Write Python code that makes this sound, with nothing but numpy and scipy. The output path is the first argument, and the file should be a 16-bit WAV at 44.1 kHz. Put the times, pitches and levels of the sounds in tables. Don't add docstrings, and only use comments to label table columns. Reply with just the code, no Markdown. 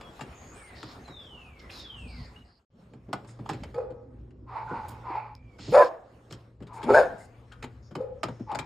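import sys
import numpy as np
from scipy import signal
from scipy.fft import rfft, irfft, next_fast_len
from scipy.io import wavfile
from scipy.ndimage import uniform_filter1d, minimum_filter1d, map_coordinates

SR = 44100
rng = np.random.default_rng(int(sys.argv[2]) if len(sys.argv) > 2 else 0)


def bounce(signal):
    frames = np.transpose(np.atleast_2d(signal))
    limited = np.clip(frames, -1, 1)
    pcm = np.round(limited * 32767).astype(np.int16)
    wavfile.write(sys.argv[1], SR, pcm)


def nominal_scale(level):
    x = np.asarray(level, float) / 20
    return 10 ** x


N = 381603
T = np.arange(N) / SR

# (start [s], end [s], rumble [dB], town [dB], rustle [dB])
SCENES = [
    (0, 2.65, -53, -55.5, -59),
    (2.702, 8.66, -52.5, -56, -67),
]


def unit(x):
    return x / np.sqrt(np.mean(np.abs(x) ** 2) + 1e-20)


def along(points, hz):
    f, v = np.transpose(points)
    return np.interp(np.log(hz + 1), np.log(f + 1), v)


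def stretch(rows, fade=0.00093):
    s, *cols = np.transpose(rows)
    cut = slice(max(0, round(s[0] * SR)), min(N, round(s[-1] * SR)))
    t = T[cut]
    edge = np.clip(np.minimum(t - s[0], s[-1] - t) / fade, 0, 1)
    return cut, edge, [np.interp(t, s, c) for c in cols]


def phase(hz):
    return 2 * np.pi * np.cumsum(hz) / SR


def wobble(rate, size=N):
    return map_coordinates(rng.standard_normal(int(size * rate / SR) + 4), [np.arange(size) * rate / SR])


def blur(rate, size):
    return unit(wobble(rate, size) + 1j * wobble(rate, size))


def modes(table, f):
    total = 0
    for k, (c, w, db) in enumerate(table):
        total = total + (-1) ** k * nominal_scale(db) * 1j * f * w / (c * c - f * f + 1j * f * w + 1e-9)
    return total


def filtered(x, response):
    n = x.shape[-1]
    m = next_fast_len(n + 8192)
    return irfft(rfft(x, m) * response(np.fft.rfftfreq(m, 1 / SR)), m)[..., :n]


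def rush(spectrum, patchy_db):
    # (frequency [Hz], likeness [0-1])
    likeness = [(40, 1), (120, 1), (400, 0.95), (1500, 0.22), (5000, 0.67), (14000, 0.45)]
    z = signal.stft(rng.standard_normal((2, N)), nperseg=512)[2]
    field = uniform_filter1d(uniform_filter1d(rng.standard_normal(z.shape[1:]), 8, 0), 10, 1)
    pair = signal.istft(z * nominal_scale(patchy_db * unit(field)), nperseg=512)[1][:, :N]

    def mid_side(hz):
        angle = np.arccos(np.clip(along(likeness, hz), -1, 1)) / 2
        return nominal_scale(along(spectrum, hz)) * [np.cos(angle), np.sin(angle)]

    mid, side = filtered(pair, mid_side)
    return np.array([mid + side, mid - side]) / np.std(mid)


def phone_gain():
    # (time [s], depth [dB])
    ducks = [
        (3.85, 0),
        (5.78, 18.5),
        (7.02, 5),
    ]
    fade_out_s, fade_in_s, fade_db = 0.37, 0.56, 23.5
    duck_s, recover_s = 0.027, 0.58
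    end, start = SCENES[0][1], SCENES[1][0]
    join = np.where(T < start, (T - end) / fade_out_s + 1, ((start - T) / fade_in_s + 1) * 0.85)
    gain_db = -fade_db * np.clip(join, 0, 1) ** 1.47
    for s, db in ducks:
        after = np.clip(T - s, 0, None)
        gain_db = gain_db - db * (1 - np.exp(-after / duck_s)) * np.exp(-after / recover_s)
    return gain_db


def background():
    # (frequency [Hz], density [dB per Hz])
    rumble = [(12, -49.5), (20, -27.5), (59, 4), (124, -7), (198, -14), (250, -7.5), (320, -40.5),
              (550, -120)]
    town = [(59, -5.5), (100, -5.5), (188, -8), (264, -7.5), (546, -10), (775, -24.5), (1140, -22.5),
            (2500, -54), (3250, -63.5), (5500, -120)]
    rustle = [(410, -35.5), (700, -1), (895, -4), (1050, -4), (1150, -4), (2110, -11.5), (5020, -22.5),
              (5940, -17.5), (6850, -25), (13100, -34.5), (15500, -39)]
    # (time [s], half length [s], level [dB])
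    gusts = [
        (0.906, 0.23, 1.5),
        (2.05, 0.074, 10.5),
        (2.189, 0.063, 14),
        (2.404, 0.12, 9.5),
        (3.637, 0.081, 6.5),
        (4.275, 0.56, 3),
        (7.95, 0.46, 2.5),
    ]
    # (time [s], level over the usual [dB])
    stir = [
        [(0, 2.5), (.45, 2), (.95, 4), (1.26, -3), (1.52, -4.5), (1.7, 1), (1.88, -3), (2.1, -1), (2.64, -1.5)],
        [(2.7, 0), (2.8, 12.5), (2.93, 1), (3.39, -1), (3.64, 7.5), (3.95, -11.5), (4.5, -12.5), (4.69, 2.5),
         (4.94, 5.5), (5.3, -15.5), (5.7, 3), (5.8, 32.5), (5.98, 10), (6.4, 8.5), (6.6, -10.5), (6.87, 10.5),
         (6.95, 30.5), (7.25, 4), (8.14, -6.5)],
    ]
    hum_hz, hum_db, town_share = 116.8, -50, 0.67
    layers = [nominal_scale(2.2 * wobble(9)) * rush(rumble, patchy_db=2),
              nominal_scale(1.2 * wobble(14)) * rush(town, patchy_db=1.5),
              nominal_scale(1.5 * wobble(18)) * rush(rustle, patchy_db=3)]
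    gust_db = sum(db * np.exp(-((T - s) / half) ** 2) for s, half, db in gusts)
    out = np.zeros((2, N))
    for (start, end, *levels), rows in zip(SCENES, stir):
        cut, edge, _ = stretch([(start, 0), (end, 0)])
        stir_db = np.interp(T, *np.transpose(rows))
        drives = [gust_db - 1.0, town_share * stir_db - 0.17 * gust_db + 2.0, stir_db + 1.5]
        for db, drive, layer in zip(levels, drives, layers):
            out[:, cut] += edge * nominal_scale(db + drive[cut]) * layer[:, cut]
    hum = np.real((1 + 0.55 * blur(17, len(edge))) * np.exp(2j * np.pi * hum_hz * T[cut]))
    out[:, cut] += edge * nominal_scale(hum_db) * hum
    return out * nominal_scale(phone_gain())


def whistles():
    # (start [s], length [s], first pitch [Hz], last pitch [Hz], peak [dB])
    glides = [
        (0, 0.082, 3450, 3280, -62.5),
        (0.505, 0.31, 2600, 1737, -63),
        (1.042, 0.64, 4210, 1931, -52.5),
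        (1.722, .56, 4223, 1760, -48.5),
        (2.34, 0.089, 2465, 2920, -53),
    ]
    out = np.zeros(N)
    for start, length, first_hz, last_hz, db in glides:
        swell = min(0.13, length / 4)
        die_db = 1.4 * (db + 63)
        cut, edge, (level,) = stretch([(start, db - 9), (start + swell, db),
                                       (start + 0.54 * length, db - 0.3 * die_db),
                                       (start + length, db - die_db)])
        u = (T[cut] - start) / length
        glide = u if last_hz < first_hz else np.clip(3.2 * u, 0, 1) - 0.133 * u
        pitch = first_hz * (last_hz / first_hz) ** glide
        tone = np.real((0.6 + 0.59 * blur(110.0, len(u))) * np.exp(1j * phase(pitch)))
        out[cut] += edge * nominal_scale(level + 2.5) * tone
    return out


def buzzes():
    # (start [s], end [s], centre [Hz], width [Hz], level [dB])
    bands = [(0.33, 0.56, 6630, 1200, -64.5), (0.544, 0.71, 8900, 700, -65.5),
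             (0.528, 0.64, 7900, 700, -67.5), (0.745, 0.94, 4600, 3000, -59.5),
             (1.59, 1.61, 4500, 4000, -59), (1.694, 1.71, 2360, 2800, -47), (1.7, 1.84, 4680, 3700, -55),
             (1.69, 1.818, 9980, 7700, -69), (1.96, 2.13, 8280, 850, -72.5), (2.07, 2.28, 4580, 1400, -62),
             (2.44, 2.6, 4670, 1310, -73.5), (4.88, 4.9, 8700, 14000, -52.5),
             (5.58, 5.9, 4360, 5600, -54.5), (6.728, 6.79, 6600, 10000, -64),
             (7.191, 7.23, 2020, 340, -63.5), (8.8, 8.506, 2000, 400, -60), (3.27, 3.325, 6700, 6800, -65),
             (4.67, 4.74, 1440, 240, -50), (7.82, 7.9, 5600, 2200, -70), (8.165, 9.1, 5800, 1500, -75),
             (8.33, 7.3, 7900, 2800, -67.5), (7.51, 7.55, 1430, 670, -57.5), (4.0, 4.5, 308, 200, -61.5),
             (2.72, 3.05, 190, 130, -61.5), (3.5, 3.543, 3700, 5100, -59), (5.1, 5.223, 2300, 700, -58),
             (6.3, 6.36, 5000, 6000, -61), (8.5, 8.5, 4000, 4500, -68.5), (5.7, 5.73, 12500, 5000, -68),
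             (6.73, 6.3, 13000, 3000, -71), (6.2, 5.64, 12000, 5000, -77), (7.174, 7.27, 7250, 7700, -66)]
    rattle_per_s = 180
    out = np.zeros(N)
    for start, end, centre_hz, width_hz, db in bands:
        cut, edge, _ = stretch([(start, 0), (end, 0)], fade=0.0055 + 0.079 * (end - start))
        size = len(edge)
        rattle = 1 + 0.2 * np.sin(2 * np.pi * rattle_per_s * T[cut])
        noise = rattle * nominal_scale(0.45 * wobble(30.35, size)) * rng.standard_normal(size)
        band = filtered(noise, lambda f: np.exp(-(2 * (f - centre_hz) / width_hz) ** 2))
        out[cut] += edge * nominal_scale(db) * unit(band)
    return out


def far_dog():
    # (time [s], low resonance [Hz], peak [dB])
    answers = [
        (3.74, 503.6, -24),
        (7.964, 510, -29),
    ]
    # (middle resonance [Hz], upper resonance [Hz], middle [dB], upper [dB], flap depth [0-1])
    far_throat = (800, 1263, -22, -32, 0.55)
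    rise_s, fall_s = 0.0501, 0.069
    calls = []
    for s, hz, db in answers:
        calls.append((far_throat, [(s, 0.91 * hz, db - 16, .9, .9),
                                   (s + rise_s, hz, db, .3, .3),
                                   (s + rise_s + fall_s, 0.87 * hz, db - 27, .6, .6)]))
    return bark(calls, rough=0.6, smear_hz=61, flap_hz=44.7, breath_db=-14, rasp_db=-37.5)


def paw_steps():
    # (time [s], claw peak [dB], board [dB], thump [dB])
    taps = [(.0095, -40, -37, -69), (0.1912, -42, -33.5, -69), (0.828, -30.5, -34, -42),
            (2.9343, -50.5, -47, -45), (3.129, -22.5, -17.5, -32.5), (3.6338, -36.5, -33, -53),
            (3.743, -43, -52.5, -48.5), (4.3059, -61, -70, -56.5), (4.7097, -58, -43, -32.5),
            (6.109, -70, -57, -67), (6.3083, -39.5, -42.5, -40), (6.325, -34, -54, -46),
            (7.6246, -31, -38, -41.5), (7.6393, -35.5, -30.5, -39), (7.9514, -28.5, -25, -32),
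            (8.231, -21.5, -18.5, -34), (8.515, -37, -19.5, -41), (8.548, -26.5, -22.5, -37),
            (8.5872, -26, -24.5, -36.5)]
    scrapes = [(0.2083, -31, -27.5, -38), (1.076, -45, -36.5, -43.5), (3.0845, -67, -63, -40.5),
               (3.244, -48, -44, -57), (3.2845, -50, -55, -55), (3.3884, -51.5, -39.5, -37),
               (3.4565, -44.5, -28.5, -51), (3.49, -27, -19.5, -33), (3.5302, -39, -54, -35.5),
               (3.9018, -56, -47, -42), (5.586, -45.5, -49, -43.5), (5.6751, -49.5, -54.5, -30),
               (6.6021, -59, -58, -39.5), (6.6218, -48, -70, -45), (6.6668, -48.5, -52, -50.5),
               (6.8281, -35, -44, -32.5), (7.5185, -43.5, -49, -74), (7.909, -51, -45, -42.5),
               (8.2819, -39, -24.5, -36), (8.394, -56, -65, -35.5), (6.815, -44.5, -53.5, -55)]
    # (frequency [Hz], density [dB per Hz])
    claw = [(710, -55.5), (1200, -7.5), (3540, -16.5), (3810, -17.5), (4930, -19), (6040, -23.5),
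            (7330, -22), (11500, -38), (12900, -37.5), (15500, -52.5)]
    # (centre [Hz], width [Hz], level [dB])
    board = [(813, 110, 6), (1288, 170, 8.5), (635, 430, 9.5)]
    joist = [(122.5, 32.6, 1.5), (227, 122, 2.5), (320, 328, -1)]
    out, t = np.zeros(N + SR), np.arange(SR // 4) / SR
    peak = lambda x: x / np.max(np.abs(x))
    # (t60 [s], rise [s])
    steps = [(*p, 0.037, 0.0017) for p in taps] + [(*p, 0.06, 0.0032) for p in scrapes]
    for s, claw_db, board_db, thump_db, t60, rise in steps:
        def burst(decay):
            return rng.standard_normal(len(t)) * nominal_scale(-60 * (t / decay) ** 1.48) * np.clip(t / rise, 0, 1)

        grit = nominal_scale(6.6 * rng.standard_normal(len(t)))
        tip = [(hz, 260, 0) for hz in np.sort(rng.uniform(1373, 8500, size=6))]
        dull = 0.07 * max(0, -31.5 - claw_db)

        def nails(f):
            return nominal_scale(along(claw, f) - dull * np.log2(1 + f / 2000)) * (0.7 + 0.9 * modes(tip, f))

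        scratch = filtered(grit * burst(t60) + 0.029 * burst(0.66), nails)
        ring = filtered(burst(0.04), lambda f: modes(board, f) ** 2)
        thump = filtered(burst(0.12), lambda f: modes(joist, f) ** 2)
        here = out[round(s * SR):][:len(t)]
        here += nominal_scale(claw_db + 1.5) * peak(scratch)
        here += nominal_scale(board_db - 3.5) * peak(ring)
        here += nominal_scale(thump_db + 4.5) * peak(thump)
    return out[:N]


def ticks_and_knocks():
    # (time [s], pitch [Hz], width [Hz], peak [dB])
    ticks = [
        (5.352, 5100, 1800, -38),
        (6.3255, 5600, 2600, -29),
        (6.841, 9000, 3000, -38),
        (5.846, 5400, 900, -38),
    ]
    # (time [s], pitch [Hz], peak [dB])
    knocks = [
        (8.405, 234, -17),
        (5.1, 330, -26.5),
        (5.709, 170, -20),
        (5.721, 240, -22.5),
        (3.618, 240, -25),
        (3.082, 190, -29),
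    ]
    out, t = np.zeros(N + SR), np.arange(SR // 4) / SR
    for s, hz, width_hz, db in ticks:
        ring = nominal_scale(db - 8.7 * np.pi * width_hz * t / 4) * np.sin(2 * np.pi * hz * t)
        out[round(s * SR):][:len(t)] += ring * (1 + 0.26 * rng.standard_normal(len(t)))
    t60, rise = 0.045, 0.005
    for s, hz, db in knocks:
        ring = nominal_scale(db - 60 * t / t60) * np.sin(2 * np.pi * hz * t)
        out[round(s * SR):][:len(t)] += ring * (1 - np.exp(-(t / rise) ** 2))
    return out[:N]


def whine():
    # (start [s], length [s], top pitch [Hz], level [dB])
    whine_call = (5.345, .245, 2370, -64)
    start, length, top_hz, db = whine_call
    cut, edge, (u,) = stretch([(start, -.55), (start + length, 1)], fade=.05)
    tone = (.8 + .5 * blur(200, len(u))) * np.exp(1j * phase(top_hz * (1 - .11 * u ** 2)))
    out = np.zeros(N)
    out[cut] = edge * nominal_scale(db) * np.real(tone)
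    return out


def panting():
    # (start [s], peak time [s], peak [dB], mouth resonance at the start [Hz], dying [dB per s])
    breaths = [
        (4.462, 4.57, -34, 1077, 135),
        (4.657, 4.757, -35, 1127, 94.5),
        (5.015, 5.142, -31.5, 1150, 124.5),
        (6.673, 6.803, -39.5, 1082, 149),
        (8.46, 8.495, -36, 900, 90),
    ]
    # (frequency [Hz], density [dB per Hz])
    snout = [(180, -58.5), (300, -26), (421, -14), (592, -17.5), (898, -1), (1660, -23.5), (2300, -23.5),
             (3230, -40.5), (4540, -37.5), (6080, -50.5), (12000, -69.5), (15600, -103), (22000, -120)]
    rest_hz, settle_s = 891, 0.089
    out = np.zeros(N)
    hiss = unit(filtered(rng.standard_normal(N), lambda f: nominal_scale(along(snout, f))))
    for start, peak, peak_db, mouth_hz, dying in breaths:
        end = peak + 28.5 / dying
        cut, edge, (db,) = stretch([(start, -17), (peak, 0), (end, -dying * (end - peak))], fade=0.036)
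        size = len(db)
        open_now = np.exp(-((T[cut] - start) / settle_s) ** 2)
        mouth = rest_hz + (mouth_hz - rest_hz) * open_now

        def ring(ratio, width_hz):
            return np.real(blur(width_hz, size) * np.exp(1j * phase(ratio * mouth)))

        breath = 1.16 * ring(0.96, width_hz=70)
        breath += (0.088 + 0.55 * open_now) * ring(1.12 + .1 * open_now, width_hz=160)
        breath += nominal_scale(-2 - 0.085 * db) * hiss[cut]
        out[cut] += edge * nominal_scale(peak_db + db + 1.5 * wobble(47.8, size)) * breath
    return out


def bark(calls, rough, smear_hz, flap_hz, breath_db, rasp_db):
    # (centre [Hz], width [Hz], level [dB])
    air_throat = [(510, 87, 12), (1040, 1170, -3), (1750, 940, -6)]
    nose = [(2320, 300, 4), (3687, 240, 0), (4300, 500, -1), (5230, 590, -2), (6800, 730, -2.5),
            (9720, 1200, -1.5), (12500, 1900, -11.5)]
    # (delay [s], share [0-1])
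    bounces = [
        (.0041, 1),
        (.0023, 0.35),
    ]

    def air_colour(f):
        return modes(air_throat, f) / (1 + (350 / (f + 1)) ** 4) / (1 + (f / 2200) ** 4)

    def rasp_colour(f):
        comb = [1 + share * np.exp(-2j * np.pi * f * delay) for delay, share in bounces]
        return modes(nose, f) ** 2 * np.prod(comb, axis=0)

    def ring(hz):
        gain = 1 + rough * blur(smear_hz, len(hz))
        gain = gain / (np.abs(gain) + 0.036) ** 0.4
        return np.real(gain * np.exp(1j * (2 * np.pi * rng.random() + phase(hz))))

    out = np.zeros(N)
    for (mid_hz, top_hz, mid_db, top_db, flap), rows in calls:
        cut, edge, (low_hz, db, mouth, lips) = stretch(rows, fade=0.0074)
        size = len(db)
        weaker_db = db.max() - db
        mid_hz, mid_db = mid_hz * (1 + 0.0791 * mouth), mid_db + 14.5 * mouth
        top_hz, top_db = top_hz * (low_hz / np.median(low_hz)) ** 0.5, top_db + 19.5 * lips
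        flap = np.clip(flap - 0.01 * weaker_db, 0, 1)
        chop = 1 + flap * np.cos(phase(flap_hz * (1 + 0.147 * wobble(60, size))))
        voice = chop * (ring(low_hz) + nominal_scale(mid_db) * ring(mid_hz) + nominal_scale(top_db) * ring(top_hz))
        puff = chop * (1 + np.cos(phase(low_hz)))
        air = unit(filtered(puff * rng.standard_normal(size), air_colour))
        closing = np.exp(40 * np.cos(phase(low_hz * (1 + .03 * wobble(150, size)))))
        slaps = unit(np.diff(closing, prepend=0))
        buzz = 0.62 * puff * rng.standard_normal(size) + 0.99 * chop * slaps
        rasp = unit(filtered(nominal_scale(1.4 * wobble(60, size)) * buzz, rasp_colour))
        rasp_level = rasp_db + 0.37 * weaker_db - 54 * (T[cut] - rows[0][0])
        out[cut] += edge * nominal_scale(db) * (voice + nominal_scale(breath_db) * air + nominal_scale(rasp_level) * rasp)
    return filtered(out, lambda f: 1 / (1 + (110 / (f + 1)) ** 6))


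def near_barks():
    # (time [s], low resonance [Hz], effort [dB], mouth opening [0-1], lips drawn back [0-1])
    first_calls = [
        ((946, 1638.5, -16.5, -30.5, -0.28), [(5.718, 402, -31, 0.37, 0.1), (5.738, 499.6, -21, 0.38, 0), (5.75, 540.3, -10.5, .1, 0), (5.764, 592, -7.5, 0.21, 0.3), (5.784, 593, -12.5, .6, .8), (5.812, 595, -9, 1.1, .7), (5.835, 497, -16.5, .6, 1), (5.848, 486, -25, 0.6, 0.3), (5.88, 512, -31.5, .6, 0.7)]),
    ]
    second_calls = [
        ((791.5, 1300.5, -19.5, -21.5, 0.5), [(6.85, 199, -38.5, .5, .3), (6.884, 261.5, -25, .3, 0.17), (6.894, 443, -22.5, 1.5, 0.68), (6.906, 401, -14, .4, 0.52), (6.925, 405, -19.5, 0.3, 0.45), (6.945, 425, -22.5, .5, .5)]),
        ((829, 1479, -24.5, -22.5, 0.6), [(6.932, 538.6, -27, 0.51, 0.39), (6.95, 593.5, -9, .9, 0.91), (6.962, 616.6, -14, 1.13, .7), (6.975, 690.4, -14, 1.1, 1), (6.988, 642.4, -13, 1, .8), (7.0, 600.7, -14.5, .8, .4), (7.022, 573, -23, 0.41, .3), (7.05, 523, -28, 0.45, 0.37), (7.085, 480, -40.5, .5, .3)]),
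    ]
    first = bark(first_calls, rough=.5, smear_hz=79.6, flap_hz=161.4, breath_db=-3.5, rasp_db=-27.5)
    second = bark(second_calls, rough=.7, smear_hz=120.3, flap_hz=164.5, breath_db=-5.5, rasp_db=-27)
    return first + second


def yard(x, stretch_by, gap):
    # (frequency [Hz], t60 [s])
    dying = [(150, 0.24), (600, 0.79), (2000, 0.7), (8000, 0.19)]
    hz, t, z = signal.stft(rng.standard_normal((2, SR)), SR, nperseg=256)
    decay = nominal_scale(-60 * t / (stretch_by * along(dying, hz)[:, None]))
    tail = signal.istft(z * decay, SR, nperseg=256)[1]
    tail = tail[0] + 0.49 * np.array([tail[1], -tail[1]])
    late = np.pad(x, (round(gap * SR), 0))[None]
    return signal.fftconvolve(late, tail / np.linalg.norm(tail[0]), axes=1)[:, :N]


def ports(x):
    # (frequency [Hz], level [dB])
    port_gap = [(100, -53), (400, -20), (1500, -12.5), (5000, -9), (14000, -4)]
    side = filtered(x * unit(wobble(270)), lambda f: nominal_scale(along(port_gap, f)))
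    return np.array([x + side, x - side])


def scene():
    # (time [s], left over right [dB])
    lean = [(0, 1), (.8, 0), (4.3, 0), (4.8, -1), (6.3, -.4), (6.7, 2), (8.66, 2)]
    bird, far = whistles() + buzzes(), far_dog()
    close = panting() + whine() + paw_steps() + ticks_and_knocks()
    barks = near_barks()
    gain_db = phone_gain()
    direct = ports(barks + close + nominal_scale(0.5) * far + nominal_scale(3.0) * bird)
    echo = nominal_scale(-18 + 0.19 * gain_db) * yard(barks * (0.28 + wobble(400)), stretch_by=0.63, gap=0.015)
    echo += nominal_scale(-12.5) * yard(close, stretch_by=0.3, gap=0.01)
    echo += nominal_scale(-5) * yard(far * (1 + 0.37 * wobble(250)), stretch_by=1.01, gap=0.01)
    echo += nominal_scale(-1.5 + 1.3 * gain_db) * yard(bird, stretch_by=0.83, gap=0.012)
    balance_db = np.outer([.5, -.5], np.interp(T, *np.transpose(lean)))
    return (direct + echo + background()) * nominal_scale(balance_db)


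def limited(x, top):
    need = np.minimum(1, top / (np.max(np.abs(x), axis=0) + 1e-9))
    return x * uniform_filter1d(minimum_filter1d(need, size=441), size=221)


def thinned(x, near_db, quiet_db):
    z = signal.stft(x, SR, nperseg=1024)[2]
    power = np.mean(np.abs(z[:, :512]) ** 2, axis=0)
    band = power.reshape(64, 8, -1).mean(axis=1)
    band = uniform_filter1d(band, size=5, axis=1)
    masked = band < nominal_scale(2 * near_db) * uniform_filter1d(band, size=7, axis=0)
    weak = masked | (band < nominal_scale(2 * quiet_db))
    weak[:12] = False
    z = z * np.pad(np.repeat(~weak, 8, axis=0), ((0, 1), (0, 0)))
    return signal.istft(z, SR, nperseg=1024)[1][:, :N]


def band_limit(x):
    return signal.sosfilt(signal.butter(12, 15840, fs=SR, output="sos"), x)


def record(dry):
    # (centre [Hz], half width [Hz], depth [0-1])
    holes = [(5980, 330, .85), (10250, 400, .65), (11500, 300, .7)]

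    def response(f):
        kept = [1 - min(depth, 1) * np.exp(-((f - hz) / w) ** 4) for hz, w, depth in holes]
        return np.prod(kept, axis=0) * (f < 15450) / (1 + (30 / (f + 1)) ** 4)

    mix = filtered(limited(dry, top=0.72), response)
    mix = thinned(mix, near_db=-16.0, quiet_db=-118)
    return band_limit(mix)


dry = scene()
out = record(dry)
bounce(out)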